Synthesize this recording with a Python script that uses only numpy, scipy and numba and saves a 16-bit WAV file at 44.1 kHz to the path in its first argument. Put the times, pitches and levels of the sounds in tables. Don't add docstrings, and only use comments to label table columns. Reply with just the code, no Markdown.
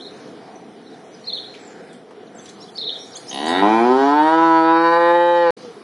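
import sys
import numpy as np
from scipy import signal
from scipy.fft import rfft, irfft, next_fast_len
from scipy.io import wavfile
from scipy.ndimage import uniform_filter1d
from numba import njit

SR = 44100
rng = np.random.default_rng(int(sys.argv[2]) if len(sys.argv) > 2 else 0)


def dump(signal):
    limited = np.clip(np.atleast_2d(signal).T, -1, 1)
    pcm = np.round(limited * 32767).astype(np.int16)
    wavfile.write(sys.argv[1], SR, pcm)


def nominal_scale(level):
    x = np.asarray(level, float) / 20
    return 10 ** x


N = 257103
TIME = np.arange(N) / SR


def columns(table):
    s, *rest = np.transpose(table)
    return [np.interp(TIME, s, c) for c in rest]


def steady(x, span_s):
    k = int(span_s * SR)
    power = uniform_filter1d(uniform_filter1d(x ** 2, k), k)
    return x / np.sqrt(power + 1e-18)


@njit
def svf(x, hz, width):
    y, b, l = np.empty(len(x)), 0., 0.
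    for i in range(len(x)):
        g, k = np.tan(np.pi * hz[i] / SR), width / hz[i]
        v = (b + g * (x[i] - l)) / (1 + g * (g + k))
        b, l, y[i] = 2 * v - b, l + 2 * g * v, k * v
    return y


def ring(x, hz, width_hz):
    return svf(x, hz + np.zeros(N), float(width_hz))


def notch(x, hz, width_hz, depth):
    return x - np.clip(depth, 0, 1) * ring(x, hz, width_hz)


def walk(rate_hz):
    k = int(SR / rate_hz)
    held = np.repeat(rng.standard_normal(N // k + 1), k)
    return 2.255 * uniform_filter1d(uniform_filter1d(held, k), k)[:N]


# frequency in Hz, level in dB per Hz.
HUM_COLOUR = [(24, -85.5), (40, -56.5), (102, -23.5), (193, -9), (381, -6), (428, 0), (581, -13.5),
              (653, -11.5), (974, -22), (1100, -22.5), (2160, -28), (3980, -33), (5660, -33.5), (7870, -39),
              (10900, -45), (14200, -60.5), (22000, -120)]
# centre in Hz, width in Hz, gain in dB.
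HUM_MODES = [(416, 215, -5), (676, 320, 1), (2693, 110, -10), (743, 28, 4.5), (584, 30, -8),
             (6960, 1300, -4)]
# time in seconds, herd and wind in dB, far flock chatter in dB.
HUM_LEVELS = [(0, -39, 5.5), (.68, -40, -1.5), (1.12, -43.5, -0.5), (1.34, -42, 5), (2.05, -41.5, -3.5),
              (2.3, -43, -2.5), (2.45, -41, 4.5), (2.7, -41, 5.5), (3.04, -40.5, 9), (3.25, -40.5, 12.5),
              (3.6, -33.5, 14.5), (4.2, -43, 10), (5.5, -50.5, 5), (5.56, -41.5, 5.5), (5.83, -42, 2.5)]
# centre in seconds, half length in seconds, gain in dB.
RUSTLE = (1.72, 0.16, 5.4)


def hum():
    herd_db, chatter_db = columns(HUM_LEVELS)
    usual_db = np.median(herd_db[:3 * SR])
    at_s, half_s, stir_db = RUSTLE
    rustle_db = stir_db * np.exp(-((TIME - at_s) / half_s) ** 2)
    size = next_fast_len(N)
    f = np.fft.rfftfreq(size, 1 / SR) + 1e-3
    curve_hz, curve_db = np.transpose(HUM_COLOUR)
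    colour_db = np.interp(np.log(f), np.log(curve_hz), curve_db)
    colour_db = colour_db + sum(db / (1 + (2 * (f - hz) / w) ** 2) for hz, w, db in HUM_MODES)
    unlike = nominal_scale(-38) + nominal_scale(-22) * np.clip(f / 700, 0, 1) ** 2
    unlike = unlike + .3 * (f / 10000) ** 3 + 1 / (1 + (f / 45) ** 4)
    noise = rfft(rng.standard_normal((2, size))) * nominal_scale(colour_db) * [np.ones(len(f)), unlike]
    noise = noise / np.std(irfft(noise[0] * (f > 150) * (f < 900), size))
    out, swell = 0, walk(6.03)
    for hz in 25 * 2 ** np.arange(0, 9.1, .5):
        share = np.cos(np.pi / 2 * np.clip(2 * np.log2(f / hz), -1, 1)) ** 2
        if hz < 1000:
            db = herd_db
        elif hz < 4500:
            db = usual_db + .3 * chatter_db
        else:
            db = usual_db + chatter_db
        db = db + rustle_db * (1500 < hz < 2500) + 0.5 * swell + 1.23 * walk(12)
        out = out + irfft(noise * share, size)[:, :N] * nominal_scale(db)
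    return out[0] + out[1] * np.array([[1], [-1]])


def warble(syllables):
    out = 0
    for syllable in syllables:
        hz, db = columns(syllable)
        sounding = (TIME > syllable[0][0]) & (TIME < syllable[-1][0])
        on = uniform_filter1d(1. * sounding, size=100)
        turns = np.cumsum(uniform_filter1d(hz, size=120)) / SR
        out = out + on * nominal_scale(db + 2.5) * np.sin(2 * np.pi * turns)
    return out * nominal_scale(1. * walk(200) + .8 * walk(900))


# time in seconds, pitch in Hz, level in dB.
WARBLES = [
    [(-.01, 3220, -43.5), (.006, 3290, -39.5), (.011, 3910, -40), (.018, 3920, -43.5), (.024, 4240, -42.5),
     (.03, 3990, -42), (.04, 4080, -36.5), (.046, 3800, -52)],
    [(.048, 3700, -47), (.058, 3800, -42), (.068, 4300, -43), (.083, 3665, -40), (.089, 4120, -50),
     (.096, 3600, -49)],
    [(1.24, 4150, -48), (1.255, 4560, -40), (1.264, 5350, -47)],
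    [(1.264, 3890, -42.5), (1.274, 4160, -31), (1.292, 4280, -29), (1.302, 3650, -28), (1.315, 3225, -46),
     (1.326, 3680, -31), (1.329, 3520, -30)],
    [(1.331, 4090, -27), (1.335, 4295, -23.5), (1.344, 4260, -33), (1.353, 3750, -25.5), (1.358, 4210, -33),
     (1.368, 3610, -34), (1.379, 3220, -29)],
    [(1.379, 3293, -29.5), (1.398, 4300, -37), (1.416, 3710, -46.5), (1.424, 4000, -39), (1.438, 3210, -42),
     (1.45, 3750, -43), (1.47, 4270, -48)],
    [(1.478, 3700, -49), (1.5, 4280, -51), (1.515, 3750, -45), (1.532, 4300, -55)],
    [(2.75, 4340, -46), (2.758, 4500, -38), (2.768, 4670, -35), (2.775, 5360, -29)],
    [(2.774, 3034, -49), (2.781, 3830, -26), (2.79, 4450, -26.5), (2.803, 4200, -33), (2.817, 3590, -28),
     (2.824, 4230, -28), (2.833, 3200, -36)],
    [(2.835, 3194, -36.5), (2.844, 3847, -24), (2.853, 4300, -33), (2.868, 3597, -29), (2.875, 4060, -25.5),
     (2.879, 3590, -27), (2.888, 4400, -35.5), (2.895, 3250, -18)],
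    [(2.897, 3320, -29.5), (2.908, 3910, -37.5), (2.918, 4400, -35), (2.93, 3650, -33), (2.94, 3900, -43),
     (2.956, 3244, -31), (2.975, 4100, -42)],
]
FLUTTER = (245, .42)
# centre in Hz, width in Hz.
BILL = (4000, 1500)


def sparrow():
    rate_hz, depth = FLUTTER
    beats = np.cumsum(rate_hz * (1 + .15 * walk(30))) / SR
    song = warble(WARBLES) * (1 + depth * np.sin(2 * np.pi * beats))
    t = np.arange(int(.03 * SR)) / SR
    twigs = rng.standard_normal(len(t)) * (rng.random(len(t)) < .02) * nominal_scale(-60 * t / .09)
    twigs = twigs / np.sqrt(np.sum(twigs ** 2))
    return ring(song + .9 * signal.fftconvolve(song, twigs)[:N], *BILL)


def whistles(notes, turn, flutter_db, grit_db, fade_db):
    out = np.zeros(2 * SR + N)
    for at_s, length_s, start_hz, end_hz, db in notes:
        u = np.arange(int(length_s * SR)) / (length_s * SR)
        turn_hz = start_hz + 0.38 * (end_hz - start_hz)
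        hz = np.interp(u, [0, turn, 1], [start_hz, turn_hz, end_hz])
        hz = uniform_filter1d(hz, len(u) // 6, mode="nearest")
        shape = np.clip(u / 0.16, 0, 1) * np.clip((1 - u) / 0.071, 0, 1)
        i = int((at_s + 1) * SR)
        out[i:i + len(u)] += nominal_scale(db + 4.0 + fade_db * u) * shape * np.sin(2 * np.pi * np.cumsum(hz) / SR)
    return out[SR:SR + N] * nominal_scale(flutter_db * walk(150) + grit_db * walk(900))


# start in seconds, length in seconds, start in Hz, end in Hz, level in dB.
CHIPS = [
    (.555, 0.017, 5840, 6360, -65),
    (2.63, 0.017, 4150, 4960, -56),
    (2.617, 0.012, 5900, 7100, -45),
    (3.06, 0.022, 6290, 7300, -51.5),
    (3.165, .014, 4040, 5050, -45),
    (3.285, 0.012, 10200, 10700, -52.5),
    (3.295, .04, 2960, 3400, -48),
    (3.455, 0.053, 6460, 8000, -49.5),
    (3.465, 0.03, 4400, 5320, -39.5),
]


def chips():
    return nominal_scale(-2.0) * whistles(CHIPS, turn=0.5, flutter_db=4.0, grit_db=1.9, fade_db=2.0)


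# time in seconds, pitch in Hz, level in dB.
HOOKS = [
    [(.85, 3450, -60), (.865, 3800, -59), (.878, 4150, -52), (.886, 3600, -58), (.9, 3800, -62)],
    [(.917, 3550, -60), (.93, 3800, -57), (.937, 4150, -48), (.944, 3550, -54), (.958, 3650, -60)],
    [(2.269, 4500, -57), (2.279, 3800, -54), (2.29, 3250, -64)],
    [(2.348, 8350, -49), (2.365, 7200, -55), (2.385, 7700, -48)],
    [(2.383, 3050, -58), (2.398, 3550, -47), (2.41, 3450, -58)],
    [(2.455, 3550, -54), (2.463, 4250, -50), (2.473, 3500, -56)],
    [(2.478, 3500, -56), (2.49, 3350, -46), (2.497, 4000, -47), (2.506, 4800, -54)],
    [(2.604, 4900, -45), (2.614, 5500, -43), (2.632, 5550, -47)],
    [(2.62, 3300, -53), (2.628, 4100, -42), (2.645, 3900, -50)],
    [(2.678, 3050, -55), (2.692, 3550, -47), (2.702, 3100, -52)],
    [(2.99, 5500, -48), (3.01, 5650, -45), (3.05, 5550, -46)],
    [(3.116, 5700, -47), (3.13, 5600, -43), (3.142, 3850, -44.5), (3.152, 3700, -44)],
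    [(3.153, 3050, -42), (3.167, 3500, -42), (3.182, 3400, -46.5)],
    [(3.151, 6200, -43.5), (3.159, 6400, -33.5), (3.172, 7800, -42)],
    [(3.277, 5000, -44), (3.289, 5350, -34), (3.302, 6550, -32.5), (3.311, 6550, -42)],
]


def hooks():
    return warble(HOOKS)


# start in seconds, length in seconds, start in Hz, end in Hz, level in dB.
SEEPS = [(1.1, 0.16, 6070, 5600, -62), (1.14, 0.032, 5250, 4400, -59), (1.588, 0.055, 7900, 7500, -60),
         (1.634, 0.097, 7700, 6800, -61), (1.891, 0.066, 3790, 3010, -62),
         (2.402, 0.068, 7930, 7150, -54.5), (2.453, 0.0092, 6400, 5600, -54),
         (3.336, 0.053, 10450, 9900, -50.5), (3.393, 0.058, 10000, 8700, -49.5),
         (2.57, .014, 4500, 3600, -56), (2.381, 0.031, 6400, 5800, -55), (3.992, 0.027, 5374, 4680, -49.5)]


def seeps():
    return whistles(SEEPS, turn=0.42, flutter_db=2.3, grit_db=3.4, fade_db=-6.0)


# start in seconds, peak in dB, centre in Hz.
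TICKS = [(1.54, -45.5, 2400), (1.549, -46.5, 3050), (1.93, -55.5, 8000), (2.108, -41, 895),
         (2.458, -47.5, 3800), (2.49, -47.5, 6500), (3.33, -50.5, 9800), (3.46, -43, 7340),
         (3.481, -41, 8700), (3.345, -51.5, 10100), (3.36, -54, 10000), (3.167, -46, 8300)]


def ticks():
    out = 0
    for at_s, db, hz in TICKS:
        decay = np.exp(-np.clip(TIME - at_s, 0, 1) / 0.009) * (TIME > at_s)
        out = out + nominal_scale(db + 17.5) * ring(decay * rng.standard_normal(N), hz, 0.27 * hz)
    return out


# time in seconds, rate in Hz.
FOLD_RATE = [(3.3, 60.66), (3.39, 71.3), (3.5, 83.9), (3.61, 97.54), (3.7, 108.4), (3.8, 116.1),
             (3.91, 127.5), (4.03, 137.6), (4.1, 142.9), (4.16, 148.7), (4.25, 156.1), (4.32, 161.3),
             (4.44, 165.2), (4.6, 162.3), (4.9, 167.9), (5.17, 173.2), (5.4, 172.6), (5.51, 167.5)]
# time in seconds, noise share 0-1.
BREATH = [(3.3, .13), (3.6, .12), (3.9, .08), (4.3, .075), (4.65, .095), (5.1, .07), (5.51, .05)]


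def folds(hz, rattle):
    breath, = columns(BREATH)
    jitter = (.0011 + .001 * rattle) * walk(60)
    turns = np.cumsum(hz * (1 + jitter) * (TIME > FOLD_RATE[0][0])) / SR + .2
    r = np.exp(-hz / 4000)
    pulses = (1 - r * r) / (1 - 2 * r * np.cos(2 * np.pi * turns) + r * r) - 1
    pulses = pulses * np.sqrt(hz / 4000)
    puff = breath * 1.5 * np.exp(-(turns % 1) / .45) * rng.standard_normal(N)
    return turns, nominal_scale((.9 - .3 * rattle) * walk(50)) * pulses + puff, puff


# centre in Hz, width in Hz.
CHEEK = (542, 52)


def throat_voice(source, puff, hz, cheek_db):
    return ring(source - 0.34 * puff, hz, 104) - nominal_scale(cheek_db) * ring(source, *CHEEK)


# centre in Hz, width in Hz, level in dB re mouth, dB per rounding.
PALATE = [(593, 66, -10.5, -11.5), (1015.5, 78, -0.5, -19)]


def mouth_voice(source, puff, hz, rounding):
    mouth = ring(ring(source, hz, 77), hz, 380.0)
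    for k, (f, w, db, per_round) in enumerate(PALATE):
        mouth = mouth + (-1) ** (k + 1) * nominal_scale(db + per_round * rounding) * ring(source + 2 * puff, f, w)
    return mouth


# centre in Hz, width in Hz, level in dB, dB per rounding, dB added in rattle.
LIPS_UPPER = [(1568, 96, -12, 8, 5), (1846, 113, -18, 12.5, 24.5)]
# fold rate in Hz where it settles, over how many Hz, from how many Hz higher.
LIPS_SETTLE = (140, 18, 90)


def lip_voice(source, puff, hz, fold_hz, rounding, rattle):
    settled_hz, over_hz, higher_hz = LIPS_SETTLE
    lift_hz = higher_hz * np.clip((settled_hz - fold_hz) / over_hz, 0, 1)
    lips = ring(source + 4 * puff, hz, 28)
    for k, (f, w, db, per_round, per_rattle) in enumerate(LIPS_UPPER):
        gain = (-1) ** k * nominal_scale(db + per_round * rounding + per_rattle * rattle)
        lips = lips - gain * ring(source + 5.4 * puff, f + k * lift_hz, w)
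    return ring(lips, 1485.0, 1500.0)


# centre in Hz, width in Hz, level in dB.
NOSE = [(2348, 180, -1), (3083, 270, -2), (3400, 152, 1), (3800, 222, 4), (4400, 300, 1.5),
        (5170, 170, -10)]
# time in seconds, opening in dB, lowest resonance in dB, top resonances in dB.
NOSTRILS = [(3.3, -4, -9, -14), (3.326, 8, -17, -14), (3.38, 4.5, -15.5, -8.5), (3.42, 0, -12.5, -6.5),
            (3.62, 0, -1.5, -3.5), (3.72, 7.5, 7, -8), (3.84, 6, 10, -11), (3.89, 0.5, -3, -5.5),
            (4.25, 2, -2, 1), (4.4, -2.5, -6.5, 3.5), (4.56, -4, -7.5, 7.5), (4.7, 1.5, 9.5, 5.5),
            (4.9, 1.5, 8, 4), (5.1, -4, -1, 0), (5.3, -1.5, 1.5, -5), (5.5, -1.5, 2.5, 4.5)]
# time in seconds, resonances raised in %, second one in dB, fourth one in dB.
VELUM = [(3.3, -4, 2, -0.5), (3.45, -0.5, -0.5, -1), (3.55, -4.5, -0.5, 2), (3.66, -0.5, 2.5, -4.5),
         (3.85, 0, 3.5, -4.5), (4.2, -0.5, 1, -0.5), (4.5, -0.5, -3.5, -0.5), (4.8, 1.5, -2.5, 2),
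         (5.05, 2, -2.5, 6.5), (5.2, 2.5, 5.5, 6), (5.5, 1, 3.5, 3)]
# centre in Hz, width in Hz, depth 0-1, depth per rounding.
NOSE_DIPS = [(2730, 120, 1, .3), (3295, 250, 0.11, 1.2), (4234, 45, 1, .1)]
# centre in Hz, width in Hz, level in dB re nose.
RASP = [(7000, 410, -41), (8300, 2500, -33), (10000, 670, -34.5)]


def nose_voice(airy, rounding, rattle):
    nostril_db, lean_db, top_db = columns(NOSTRILS)
    raised_pct, second_db, fourth_db = columns(VELUM)
    nose = 0
    for k, (f, w, db) in enumerate(NOSE):
        db = db + lean_db * (k == 0) + second_db * (k == 1) + fourth_db * (k == 3) + top_db * (k >= 4)
        wandering_hz = f * (1 + raised_pct / 100 + .006 * walk(4))
        nose = nose + nominal_scale(db + 1.2 * walk(8)) * ring(ring(airy, wandering_hz, w), f, 3 * w)
    for f, w, depth, per_round in NOSE_DIPS:
        nose = notch(nose, f, w, depth + per_round * rounding)
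    nose = nominal_scale(nostril_db) * steady(nose, 0.094)
    for f, w, db in RASP:
        rasp_db = db + 4.7 * rattle + np.clip(1.6 * walk(12), -3, 3)
        nose = nose + nominal_scale(rasp_db) * steady(ring(ring(airy, f, w), f, w), .04)
    return nose


# centre in Hz, width in Hz, depth 0-1.
SINUS_DIP = (2044, 214, 1)
# centre in Hz, width in Hz, depth 0-1, depth per rounding.
TONGUE_DIPS = [(1137, 28, 1, -0.71), (1397.5, 120, 1, 0.11), (664, 50, 0.51, -0.15)]
# centre in Hz, width in Hz, share at rest, per jaw opening, per rounding.
TONGUE_HUMPS = [(400, 60, 0.63, -0.18, -0.85), (624, 70, 0.3, 1, -1.1)]
# centre in Hz, width in Hz, depth at rest, per jaw opening, per rounding.
SHUT_DIP = (539, 171.5, 0.56, 0, -3)


def head_cavities(voice, jaw, rounding):
    voice = notch(voice, *SINUS_DIP)
    for f, w, depth, per_round in TONGUE_DIPS:
        voice = notch(voice, f, w, depth + per_round * rounding)
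    for f, w, rest, per_jaw, per_round in TONGUE_HUMPS:
        share = rest + per_jaw * jaw + per_round * rounding
        voice = voice + np.clip(share, 0, 2) * ring(voice, f, w)
    f, w, rest, per_jaw, per_round = SHUT_DIP
    return notch(voice, f, w, rest + per_jaw * jaw + per_round * rounding)


# time in seconds, level in dB.
EFFORT = [(3.3, -46.5), (3.35, -35.5), (3.4, -31), (3.52, -17), (3.61, -15), (3.66, -18), (3.9, -15),
          (4.12, -16), (4.3, -14.5), (4.8, -15), (5.1, -13), (5.5, -15)]
# time in seconds, jaw opening -1 to 1, lip rounding 0-1.
FACE = [(3.3, 1, 0.19), (3.62, 0.68, 0.05), (3.75, 0.082, 0.2), (3.88, -0.39, 0), (4.04, 0.17, 0.2),
        (4.2, 0.81, 0.02), (4.4, .88, 0.16), (4.62, 1, 0.1), (4.78, 0.59, 0.55), (4.87, 0.8, 0.55),
        (5.0, 0.33, .78), (5.15, 0.09, 0.83), (5.3, -0.27, 0.93), (5.45, -0.35, 0.97)]
RATTLE_HZ = (61, 126.3)
BANDS_DB = {"throat": (1, -2, -0.5, 5.5), "cheek": (-17.5, 1.5, 31, -1.5), "mouth": (0.11, 3.06, 0.17, 4.2),
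            "lips": (-8, 4, 1, 0.5), "nose": (-25, 3, 6, 22.5)}
BANDS_HZ = {"throat": (308, -1.5, 51, -44), "mouth": (875, 44, 4, -95), "lips": (1300, 9.7, 7.6, 66)}
# delay in seconds, level in dB.
PIPE_ECHO = (0.004172, -6.5)
# time in seconds, level just before in dB, build-up in seconds.
JAW_DROP = (3.624, -11, 0.22)


def cow():
    (hz,), (effort_db,), (jaw, rounding) = columns(FOLD_RATE), columns(EFFORT), columns(FACE)
    hz = uniform_filter1d(hz, size=2200)
    slow_hz, clear_hz = RATTLE_HZ
    rattle = np.clip((clear_hz - hz) / (clear_hz - slow_hz), 0, 1)

    def law(rest, per_jaw, per_round, per_rattle):
        return rest + per_jaw * jaw + per_round * rounding + per_rattle * rattle

    throat_db, cheek_db, mouth_db, lips_db, nose_db = (law(*row) for row in BANDS_DB.values())
    throat_hz, mouth_hz, lips_hz = (law(*row) for row in BANDS_HZ.values())
    turns, source, puff = folds(hz, rattle)
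    throat = throat_voice(source, puff, throat_hz, cheek_db)
    delay_s, echo_db = PIPE_ECHO
    source = source + nominal_scale(echo_db) * np.interp(TIME - delay_s, TIME, source)
    mouth = mouth_voice(source, puff, mouth_hz, rounding)
    lips = lip_voice(source, puff, lips_hz, hz, rounding, rattle)
    nose = nose_voice(source + (.8 + 1.2 * rattle) * puff, rounding, rattle)
    at_s, held_db, build_s = JAW_DROP
    jaw_db = held_db * np.exp(-np.abs(TIME - at_s) / build_s) * np.clip((at_s - TIME) / 0.0053, -.25, 1)
    voice = nominal_scale(throat_db + .7 * jaw_db) * steady(throat, 0.015)
    voice = voice - nominal_scale(mouth_db + jaw_db) * steady(mouth, 0.028)
    voice = voice - nominal_scale(lips_db) * steady(lips, 0.063) + nominal_scale(nose_db) * nose
    voice = head_cavities(voice, jaw, rounding)
    voice = signal.sosfilt(signal.ellip(6, .5, 50, 190., "high", fs=SR, output="sos"), voice)
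    chest_db = np.interp(hz, [145, 156], [-32., -24.]) - 3 * rounding
    voice = voice + nominal_scale(chest_db) * np.sin(2 * np.pi * turns)
    return voice * nominal_scale(effort_db - 1.5) * np.clip((TIME - FOLD_RATE[0][0]) / 0.0073, 0, 1)


# time in seconds, pitch in Hz, level in dB.
FAR_MOO = [
    (5.59, 525, -52),
    (5.65, 494.7, -37),
    (5.698, 463, -40),
    (5.756, 469, -57),
    (5.772, 404, -36.5),
    (5.79, 424, -65),
]


def far_moo():
    hz, db = columns(FAR_MOO)
    sounding = (TIME > FAR_MOO[0][0]) & (TIME < FAR_MOO[-1][0])
    on = uniform_filter1d(1. * sounding, 600)
    return on * nominal_scale(db + 4.0) * np.sin(2 * np.pi * np.cumsum(hz) / SR)


def yard(x, t60_s, echo_db, side_db, sparse):
    t = np.arange(SR // 2) / SR
    taps = rng.standard_normal((2, len(t))) * (rng.random((2, len(t))) < sparse)
    taps = taps * nominal_scale(-60 * t / t60_s) * (t > .003)
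    mid, side = (signal.fftconvolve(x, h / np.sqrt(np.sum(h ** 2)))[:N] for h in taps)
    return x + nominal_scale(echo_db) * mid + nominal_scale(side_db) * ring(side, 2300.0, 2600.) * np.array([[1], [-1]])


# cut in seconds, restart in seconds, fade-in in seconds.
SPLICE_S = (5.5064, 5.566, 0.006)


def scene():
    close = yard(sparrow() + hooks(), .55, -6.5, -25.5, .046)
    birds = close + yard(chips() + seeps() + ticks(), 0.42, -1.5, -30.0, 0.052)
    near = yard(cow(), .3, -12., -20., .02) * (TIME < SPLICE_S[1] - .02)
    return near + birds + far_moo() + hum()


def thin_treble(x, masked_db, from_hz, full_hz):
    f, _, cells = signal.stft(x, SR, nperseg=1024)
    power = np.mean(np.abs(cells) ** 2, axis=0)
    power = uniform_filter1d(uniform_filter1d(power, size=5, axis=1), size=3, axis=0)
    db = 10 * np.log10(power + 1e-18)
    around_db = uniform_filter1d(uniform_filter1d(db, size=55, axis=0), size=9, axis=1)
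    margin_db = np.interp(f, [from_hz, full_hz], [-9, masked_db], left=-90)[:, None]
    rows, frames = db.shape
    patches = rng.standard_normal((rows // 5 + 1, frames // 6 + 1))
    margin_db = margin_db + 3.2 * np.kron(patches, np.ones((5, 6)))[:rows, :frames]
    kept = np.where(db < around_db + margin_db, .03, 1)
    return signal.istft(cells * kept, SR, nperseg=1024)[1][:, :N]


def top_cut(x):
    return signal.sosfilt(signal.butter(12, 11080, fs=SR, output="sos"), x)


# centre in Hz, width in Hz, depth 0-1.
CASE_DIPS = [(590., 40., .55), (8050., 900., .45)]


def record(dry):
    cut_s, restart_s, fade_s = SPLICE_S
    for hz, width_hz, depth in CASE_DIPS:
        dry = np.array([notch(c, hz, width_hz, depth) for c in dry])
    coupling = signal.butter(3, 200, "high", fs=SR, output="sos")
    bend = signal.sosfiltfilt(coupling, .8 * np.tanh(dry / .8) - dry)
    band = signal.sosfilt(signal.ellip(8, .2, 60, 11000, fs=SR, output="sos"), dry + bend)
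    thinned = thin_treble(band, masked_db=-1.7, from_hz=2600., full_hz=5500.)
    gate = np.clip((cut_s - TIME) / 0.000087, 0, 1) + np.clip((TIME - restart_s) / fade_s, 0, 1)
    return top_cut(thinned * gate)


dry = scene()
out = record(dry)
dump(out)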